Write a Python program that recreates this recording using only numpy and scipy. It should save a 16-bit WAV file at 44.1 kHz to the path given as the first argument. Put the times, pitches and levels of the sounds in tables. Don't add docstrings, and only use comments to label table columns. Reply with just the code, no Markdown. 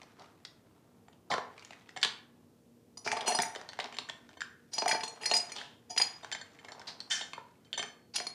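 import sys
import numpy as np
from scipy import signal
from scipy.fft import rfft, irfft, next_fast_len
from scipy.io import wavfile

SR = 44100
rng = np.random.default_rng(int(sys.argv[2]) if len(sys.argv) > 2 else 0)


def store_pcm(level_fs):
    pcm = np.round(np.clip(level_fs, -1, 1) * 32767).astype(np.int16)
    wavfile.write(sys.argv[1], SR, np.atleast_2d(pcm).T)


N = 368146

# start_s, scrape_db (rms), board_db (rms)
SLIDES = [(0.0, -64.5, -70), (1.21, -85, -71), (1.58, -59.5, -67), (2.98, -100, -79), (3.23, -56, -42),
          (4.74, -75, -100), (4.91, -67, -55.5), (5.51, -55, -61), (5.74, -80, -85.5), (6.16, -59.5, -65.5),
          (6.56, -65, -67), (6.76, -67, -51.5), (6.97, -66, -61), (8.16, -81.5, -88.5), (8.35, -70, -65.5)]
# hz, relative_db
SCRAPE_SPECTRUM = [(710, -29.5), (1200, 3), (4450, -9), (8660, -16.5), (15000, -40.5)]
# hz, width_hz, level_db
BOARD_MODES = [(134, 55, -2.5), (244.5, 19, 1.5), (416, 68, 2), (644, 130, 6.5), (968, 383, 5),
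               (1820, 120, -16)]
# hz, relative_db
AIR_SPECTRUM = [(25, -41), (96, -8), (290, -8.5), (500, -15), (1150, -33), (6300, -36), (14600, -40),
                (15800, -57.5)]
# hz, level_db (rms)
FRIDGE_HUM = [(107.7, -80.5), (236.9, -72.5), (290.7, -82.5), (468.3, -75.5)]
# start_s, crack_peak_db, crack_centre_hz, bowl_ring_db, knock_peak_db
BOWL_BLOWS = [(0.0171, -35, 2210, -43, -44), (0.0321, -40, 4570, -57, -46), (0.196, -39.5, 4470, -65, -59),
              (0.2204, -42.5, 1600, -63, -47), (0.4504, -29, 4500, -41, -50),
              (1.0831, -47, 2230, -56, -42.5), (1.3159, -18.5, 1920, -21, -24),
              (1.339, -18, 1650, -47, -19.5), (1.3798, -29, 1680, -54, -20), (1.5786, -38, 2334, -55, -50),
              (1.595, -35, 4200, -47, -59), (1.6232, -39.5, 2340, -66, -51),
              (1.6487, -32.5, 6070, -43, -63), (1.707, -34, 2340, -46, -39), (1.7244, -42, 2340, -59, -53),
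              (1.731, -36, 2090, -48, -54), (1.8911, -36, 2150, -49, -62.5), (1.963, -34, 2230, -28, -31),
              (1.9739, -23.5, 1600, -48, -40), (2.0153, -31, 5180, -31.5, -46),
              (2.0296, -7.5, 3150, -43, -37.5), (2.0342, -12, 3530, -15, -37),
              (2.0475, -12, 3600, -43, -27.5), (3.5504, -26, 1610, -38, -35),
              (3.5598, -25.5, 2860, -39, -29.5), (3.6137, -33, 1640, -50, -43),
              (3.6896, -26.5, 4200, -39, -42), (3.7322, -30.5, 1570, -50, -39.5),
              (3.7898, -23.5, 1683, -36, -21.5), (3.7995, -20.5, 2270, -38, -44),
              (3.8028, -23.5, 3960, -49, -31.5), (3.8427, -25.5, 4140, -44, -33),
              (3.8581, -32, 2150, -50, -36), (3.9245, -34.5, 2570, -44.5, -42),
              (3.9426, -35.5, 2600, -35, -46), (3.9679, -28, 1670, -43, -43),
              (3.986, -16.5, 3900, -33, -34.5), (4.0881, -38, 1530, -35, -42.5),
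              (4.0969, -24, 3350, -50, -33), (4.2912, -40, 1570, -48, -49), (4.37, -55, 1880, -41.5, -41),
              (4.4066, -22, 1820, -30, -60), (4.4178, -19, 1528, -37, -61),
              (5.4944, -46, 4260, -36.5, -40.5), (5.5638, -26.5, 4700, -37, -37),
              (5.5843, -28.5, 3110, -38, -62), (5.6137, -28, 1730, -64, -44.5),
              (6.2301, -45, 4320, -39.5, -39), (6.2456, -29, 1635, -45, -32.5),
              (6.316, -23, 2240, -39, -39), (6.324, -25, 4320, -23, -35), (6.3484, -27, 1820, -36, -32.5),
              (6.4123, -41, 4180, -32, -42), (6.5885, -40, 2170, -46, -76),
              (6.6474, -37, 2210, -44.5, -37.5), (6.6848, -32.5, 1830, -44, -43),
              (6.7198, -31, 4670, -44, -36), (6.7956, -37, 5110, -47, -46), (6.8157, -35, 1710, -54, -49),
              (6.8808, -42, 4200, -57, -40), (7.004, -24, 4250, -41.5, -55),
              (7.1095, -24.5, 3180, -19.5, -57.5), (7.1162, -31, 3360, -21, -66),
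              (7.2102, -25, 3200, -31.5, -35), (7.3332, -26.5, 2520, -37, -33.5),
              (7.3793, -45, 1620, -53, -29), (7.648, -52, 4400, -57.5, -79),
              (7.7298, -16, 3480, -33.5, -71), (7.7374, -47, 4160, -33.5, -41),
              (7.7764, -35, 6770, -20, -30), (7.7941, -19, 2890, -25.5, -28),
              (7.8275, -21, 1730, -37, -33.5)]
# hz, level_db, t60_s
BOWL_MODES = [(1566, -11.5, .1), (1791, -1, 0.043), (2156, -11.5, .1), (3118, -4.5, 0.11),
              (3300, -16, 0.11), (3616, 0.5, 0.022), (3542, -17.5, 0.052), (4395, -10, 0.59),
              (4700, -24.5, 0.33), (5040, -22, 0.097), (5370, -46, .12), (6160, -25.5, 0.061),
              (6090, -13, .12), (7197, -10, 0.33), (7600, -27.5, 0.1), (8490, -13.5, 0.055),
              (8400, -36, .1), (9690, -42.5, .08), (11000, -36, .08), (11550, -48, .1)]
# hz, relative_db
CRACK_SPECTRUM = [(300, -29.5), (1500, -4.5), (5000, -7.5), (9000, -17.5), (16000, -37.5)]
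# start_s, length_s, crack_db, centre_hz, knock_db, ring_db, in_glass (1 in the glass, 0 in the bowl)
SKID_CONTACTS = [(0.181, 0.093, -39.5, 1200, -36, -84, 0), (1.3, 0.052, -19, 4200, -11, -56, 0),
                 (3.044, 0.081, -24.5, 5240, -27, -41, 1), (3.257, 0.098, -21.5, 2870, -53, -20, 1),
                 (4.714, 0.27, -34, 5200, -57.5, -33.5, 1), (5.209, 0.053, -30.5, 2860, -29.5, -35, 1),
                 (5.549, 0.12, -26.5, 3300, -31.5, -47, 0), (5.894, 0.041, -76, 2430, -43, -36.5, 1),
                 (6.869, 0.045, -23, 4360, -38, -70, 0), (7.099, 0.095, -17.5, 5820, -34, -25.5, 0),
                 (8.137, 0.063, -23.5, 4840, -34.5, -34, 1)]
# start_s, end_s, tick_peak_db (typical)
GROPING_SPELLS = [(.23, .32, -53), (1.05, 1.15, -56), (1.53, 1.95, -50), (3.6, 4.12, -47), (4.25, 4.4, -50),
                  (5.45, 5.65, -46), (6.45, 6.87, -51), (7.4, 7.7, -57)]
# start_s, crack_peak_db, crack_centre_hz, low_ring_db, wall_ring_db, favoured_mode_hz
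GLASS_BLOWS = [(2.9721, -68, 2310, -46.5, -38, 4910), (3.0634, -31.5, 2660, -28.5, -50, 5290),
               (3.0754, -17.5, 1750, -34, -44, 5300), (3.1158, -15.5, 1860, -36.5, -39, 5750),
               (3.1264, -28, 1940, -25, -52.5, 4740), (3.1672, -28, 1980, -31, -42.5, 5150),
               (3.2081, -23, 3160, -45.5, -44, 5400), (3.2779, -18.5, 2630, -23.5, -25.5, 5870),
               (3.3213, -23, 1810, -28.5, -49, 5150), (3.3478, -32, 2450, -27.5, -25.5, 4780),
               (3.3886, -14.5, 1770, -18.5, -50, 5400), (3.4004, -20, 2070, -38.5, -44, 5180),
               (3.4184, -29.5, 1690, -39, -26.5, 5880), (3.4334, -21, 1950, -60.5, -69, 5640),
               (4.7334, -65, 2660, -64.5, -27.5, 4890), (4.7816, -22.5, 3120, -29.5, -26.5, 4270),
               (4.8214, -36, 3080, -23, -79.5, 4930), (4.8597, -25.5, 3000, -22, -45, 5890),
               (4.8792, -17.5, 2120, -34.5, -30, 5980), (4.8908, -18, 2650, -30.5, -30.5, 6100),
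               (4.9129, -13, 2000, -44, -27.5, 4600), (4.9272, -53, 1920, -28, -35.5, 5060),
               (4.9484, -44.5, 2290, -29.5, -46, 4900), (5.0075, -26.5, 2060, -54.5, -40, 4270),
               (5.034, -23.5, 3100, -33.5, -31, 4460), (5.0782, -38, 2940, -58, -30.5, 4000),
               (5.2345, -27, 1860, -48, -43, 4910), (5.2563, -17.5, 2000, -39.5, -24.5, 5060),
               (5.2664, -29, 1950, -35.5, -33, 4900), (5.2954, -35.5, 1860, -41, -34, 4300),
               (5.3134, -12, 3200, -24.5, -28.5, 4260), (5.3364, -18.5, 2270, -37.5, -26, 5010),
               (5.3494, -26.5, 3310, -42.5, -27, 5130), (5.3634, -40, 1930, -59, -19, 4920),
               (5.3984, -38.5, 2270, -45.5, -46.5, 4920), (5.519, -31, 2300, -47, -41.5, 5870),
               (5.9056, -43, 2330, -49, -42.5, 5530), (5.9636, -29.5, 2340, -39, -39.5, 4800),
               (5.9763, -17, 3000, -41.5, -23, 4740), (5.9993, -18, 1910, -27, -36, 5030),
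               (6.0151, -16, 2880, -40.5, -21, 4950), (8.1574, -39.5, 2960, -47, -19, 4550),
               (8.1628, -18.5, 3050, -59, -27, 4540), (8.1833, -25, 3060, -39, -37, 4460),
               (8.2013, -21, 1780, -36, -61, 4700), (8.2676, -30, 2100, -39, -27, 4400)]
# hz, level_db, t60_s
GLASS_MODES = [(466, -22.5, 0.54), (722.4, -7, 0.11), (885.7, -8, 0.17), (1824, -20, 0.17),
               (2348, -16.5, 0.2), (2875, -28, 0.028), (2980, -20.5, 0.07), (3310, -10, 0.011),
               (4285, -8, 0.19), (4943, -4.5, 0.1), (5160, -19, 0.074), (5875, -10.5, 0.31),
               (6763, -6.5, 0.046), (8160, -15, 0.1524), (8150, -26.5, .06), (9180, -11.5, 0.032),
               (9950, -18, 0.19), (10900, -16.5, 0.044), (11460, -36, 0.085), (13360, -27.5, .08),
               (14100, -49.5, 0.067), (14900, -35, .07)]
# hz, t60_s
KITCHEN_DECAY = [(200, 0.44), (1000, 0.51), (4000, 0.33), (12000, 0.3)]
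# hz, level_db
TONE_CURVE = [(40, -22.5), (200, -3), (7000, -4), (11500, -8.5), (12500, -13), (16000, -9)]

TOP_HZ = 15600
CONTACT_S, PRESS_S, CONTACT_SCATTER = 0.0015, 0.0036, 0.46
BOWL_LIFT_DB, BOWL_LIFT_OCTAVES = 8, .25
TICKS_PER_S, TICK_SCATTER_DB, TICK_KNOCK_DB = 24, 3, -6
TICK_HZ, TICK_OCTAVES = 2800, .5
HIGH_RING_DB, CRUNCH_DB = 4.5, -4
UPPER_RING_DB, THUD_DB = -5, 4.5
RIM_DB_PER_OCTAVE = 19
FOOT_HZ, FOOT_DB = 756, -10
SQUARE_ON = 0.14
FILL_DB_PER_S = 2


def amp(db):
    return 10 ** (np.asarray(db) / 20)


def unit(x):
    return x / np.sqrt(np.mean(x ** 2) + 1e-20)


def peaking(x, db):
    return amp(db) * x / np.abs(x).max()


def along(points, hz):
    f, v = np.transpose(points)
    return np.interp(np.log(hz + 1), np.log(f + 1), v)


def filtered(x, response):
    m = next_fast_len(len(x) + 4096)
    return irfft(rfft(x, m) * response(np.fft.rfftfreq(m, 1 / SR)), m)[:len(x)]


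def resonance(f, hz, width_hz):
    return 1j * f * width_hz / (hz * hz - f * f + 1j * f * width_hz)


def add(track, s, sound):
    track[round(s * SR):][:len(sound)] += sound


def board(f):
    modes = sum((-1) ** k * amp(db) * resonance(f, hz, width_hz)
                for k, (hz, width_hz, db) in enumerate(BOARD_MODES))
    return resonance(f, 330, 2000) * modes


def sliding():
    s, scrape_db, board_db = np.transpose(SLIDES)
    now = np.arange(N) / SR
    size_db = 4 * rng.standard_normal(N // 150 + 1).repeat(150)[:N]
    slips = rng.standard_normal((2, N)) * amp(size_db)
    scrape = unit(filtered(slips[0], lambda f: amp(along(SCRAPE_SPECTRUM, f))))
    rumble = unit(filtered(slips[1], board))
    return amp(np.interp(now, s, scrape_db)) * scrape + amp(np.interp(now, s, board_db)) * rumble


def background():
    air = amp(-64.5) * unit(filtered(rng.standard_normal(N), lambda f: amp(along(AIR_SPECTRUM, f))))
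    hum = [amp(db) * unit(filtered(rng.standard_normal(N), lambda f: resonance(f, hz, 1.2)))
           for hz, db in FRIDGE_HUM]
    return air + sum(hum)


AFTER = np.arange(SR // 2) / SR


def contact(length_s, first_db=10):
    t = AFTER[:SR // 4] / np.clip(length_s, 3e-4, .1)
    force = (1 - np.exp(-3 * t)) * np.exp(-t) * rng.standard_normal(len(t))
    force[0] = amp(first_db)
    return force


def blow(length_s):
    return contact(length_s * np.exp(CONTACT_SCATTER * rng.standard_normal()))


def crack(force, db, hz):
    cube = filtered(force, lambda f: resonance(f, hz, 0.42 * hz) ** 2)
    click = filtered(force[1:], lambda f: amp(along(CRACK_SPECTRUM, f)) * resonance(f, hz, 4 * hz))
    cube[1:] += click
    return amp(db) * cube


def snap(force, db, hz):
    return peaking(crack(force[:SR // 20], 0, hz), db)


def favour(f, hz, lift_db, octaves):
    return lift_db * np.exp(-(np.log2(f / hz) / octaves) ** 2)


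def ringer(modes, scatter_db, split):
    hz, level, t60 = np.tile(np.transpose(modes), 2)
    hz = hz * (1 + split * np.repeat([-1, 1], len(modes)))
    decay = amp(-60 * AFTER / np.clip(t60, .02, .5)[:, None])
    shapes = decay * np.sin(2 * np.pi * hz[:, None] * AFTER)
    shapes = shapes * (1 - np.exp(-AFTER / 0.0017))
    shapes = shapes * (.25 + np.exp(-AFTER / .016))

    def ring(db_of, force, damping_db):
        strengths = amp(level + db_of(hz) + scatter_db * rng.standard_normal(len(hz)))
        response = strengths @ shapes * amp(-damping_db * AFTER)
        return signal.fftconvolve(response, force / np.linalg.norm(force))
    return ring


def bowl_damping(s):
    return 190 * max(7.8 - s, 0)


def bowl(ring):
    out = np.zeros(N + SR)
    for s, db, hz, ring_db, knock_db in BOWL_BLOWS:
        hit, press = blow(CONTACT_S), blow(PRESS_S)

        def mode_db(f):
            return ring_db - BOWL_LIFT_DB + favour(f, hz, BOWL_LIFT_DB, BOWL_LIFT_OCTAVES)
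        add(out, s, ring(mode_db, press, bowl_damping(s)))
        add(out, s, snap(hit, db, hz))
        add(out, s, peaking(filtered(press, board), knock_db))
    return out[:N]


def skids(glass_ring, bowl_ring):
    out = np.zeros(N + SR)
    for s, length_s, db, hz, knock_db, ring_db, in_glass in SKID_CONTACTS:
        force = contact(length_s / 2, first_db=-35.5)
        ring, damping = (glass_ring, glass_damping) if in_glass else (bowl_ring, bowl_damping)
        add(out, s, crack(force, db, hz) + amp(knock_db) * filtered(force, board))
        add(out, s, ring(lambda f: ring_db, force, damping(s)))
    return out[:N]


def ticks():
    out = np.zeros(N + SR)
    for start, end, db in GROPING_SPELLS:
        for _ in range(round(TICKS_PER_S * (end - start)) + 1):
            force = blow(CONTACT_S)
            size, pitch = rng.standard_normal(2)
            tick = peaking(crack(force, 0, TICK_HZ * 2 ** (TICK_OCTAVES * pitch)), 0)
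            tick = tick + peaking(filtered(force, board), TICK_KNOCK_DB)
            add(out, rng.uniform(start, end), amp(db + TICK_SCATTER_DB * size) * tick)
    return out[:N]


def glass_damping(s):
    return 6 * max(s - 3, 0) ** 3


def glass(ring):
    out = np.zeros(N + SR)
    for s, db, hz, low_db, wall_db, favoured_hz in GLASS_BLOWS:
        hit, press = blow(CONTACT_S), blow(PRESS_S)
        high_db = wall_db + HIGH_RING_DB + RIM_DB_PER_OCTAVE * np.log2(favoured_hz / 5000)
        fill_db = FILL_DB_PER_S * (s - 4)
        tilt = [(700, low_db + fill_db), (900, low_db - fill_db), (2300, db + UPPER_RING_DB),
                (5500, wall_db), (9500, high_db)]

        def mode_db(f):
            return along(tilt, f) + favour(f, favoured_hz, lift_db=9, octaves=0.13)
        add(out, s, ring(mode_db, press, glass_damping(s)))
        ice = snap(hit, db, hz)
        foot = snap(hit, low_db + FOOT_DB + SQUARE_ON * (low_db - wall_db), FOOT_HZ)
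        crunch = snap(press, wall_db + CRUNCH_DB, favoured_hz)
        add(out, s, ice + foot + crunch)
        add(out, s, peaking(filtered(hit, board), low_db + THUD_DB))
    return out[:N]


def kitchen(x):
    out, step = np.zeros(N + SR), SR // 4
    for start in range(0, N, step):
        hz, t, z = signal.stft(rng.standard_normal(SR // 2), SR, nperseg=256)
        decay = amp(-60 * t / along(KITCHEN_DECAY, hz)[:, None])
        tail = signal.istft(z * decay, SR, nperseg=256)[1]
        answer = signal.fftconvolve(x[start:start + step], tail / np.linalg.norm(tail))
        add(out, start / SR + 0.0036, answer)
    return out[:N]


def scene():
    glass_ring = ringer(GLASS_MODES, scatter_db=4, split=0.004)
    bowl_ring = ringer(BOWL_MODES, scatter_db=3, split=0.002)
    ice = glass(glass_ring) + bowl(bowl_ring) + skids(glass_ring, bowl_ring) + sliding() + ticks()
    in_room = ice + amp(-6.5) * kitchen(ice)
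    heard = filtered(in_room, lambda f: amp(along(TONE_CURVE, f)))
    return (heard + background())[None]


def record(dry):
    return filtered(dry[0], lambda f: f < TOP_HZ)[None]


dry = scene()
out = record(dry)
store_pcm(out)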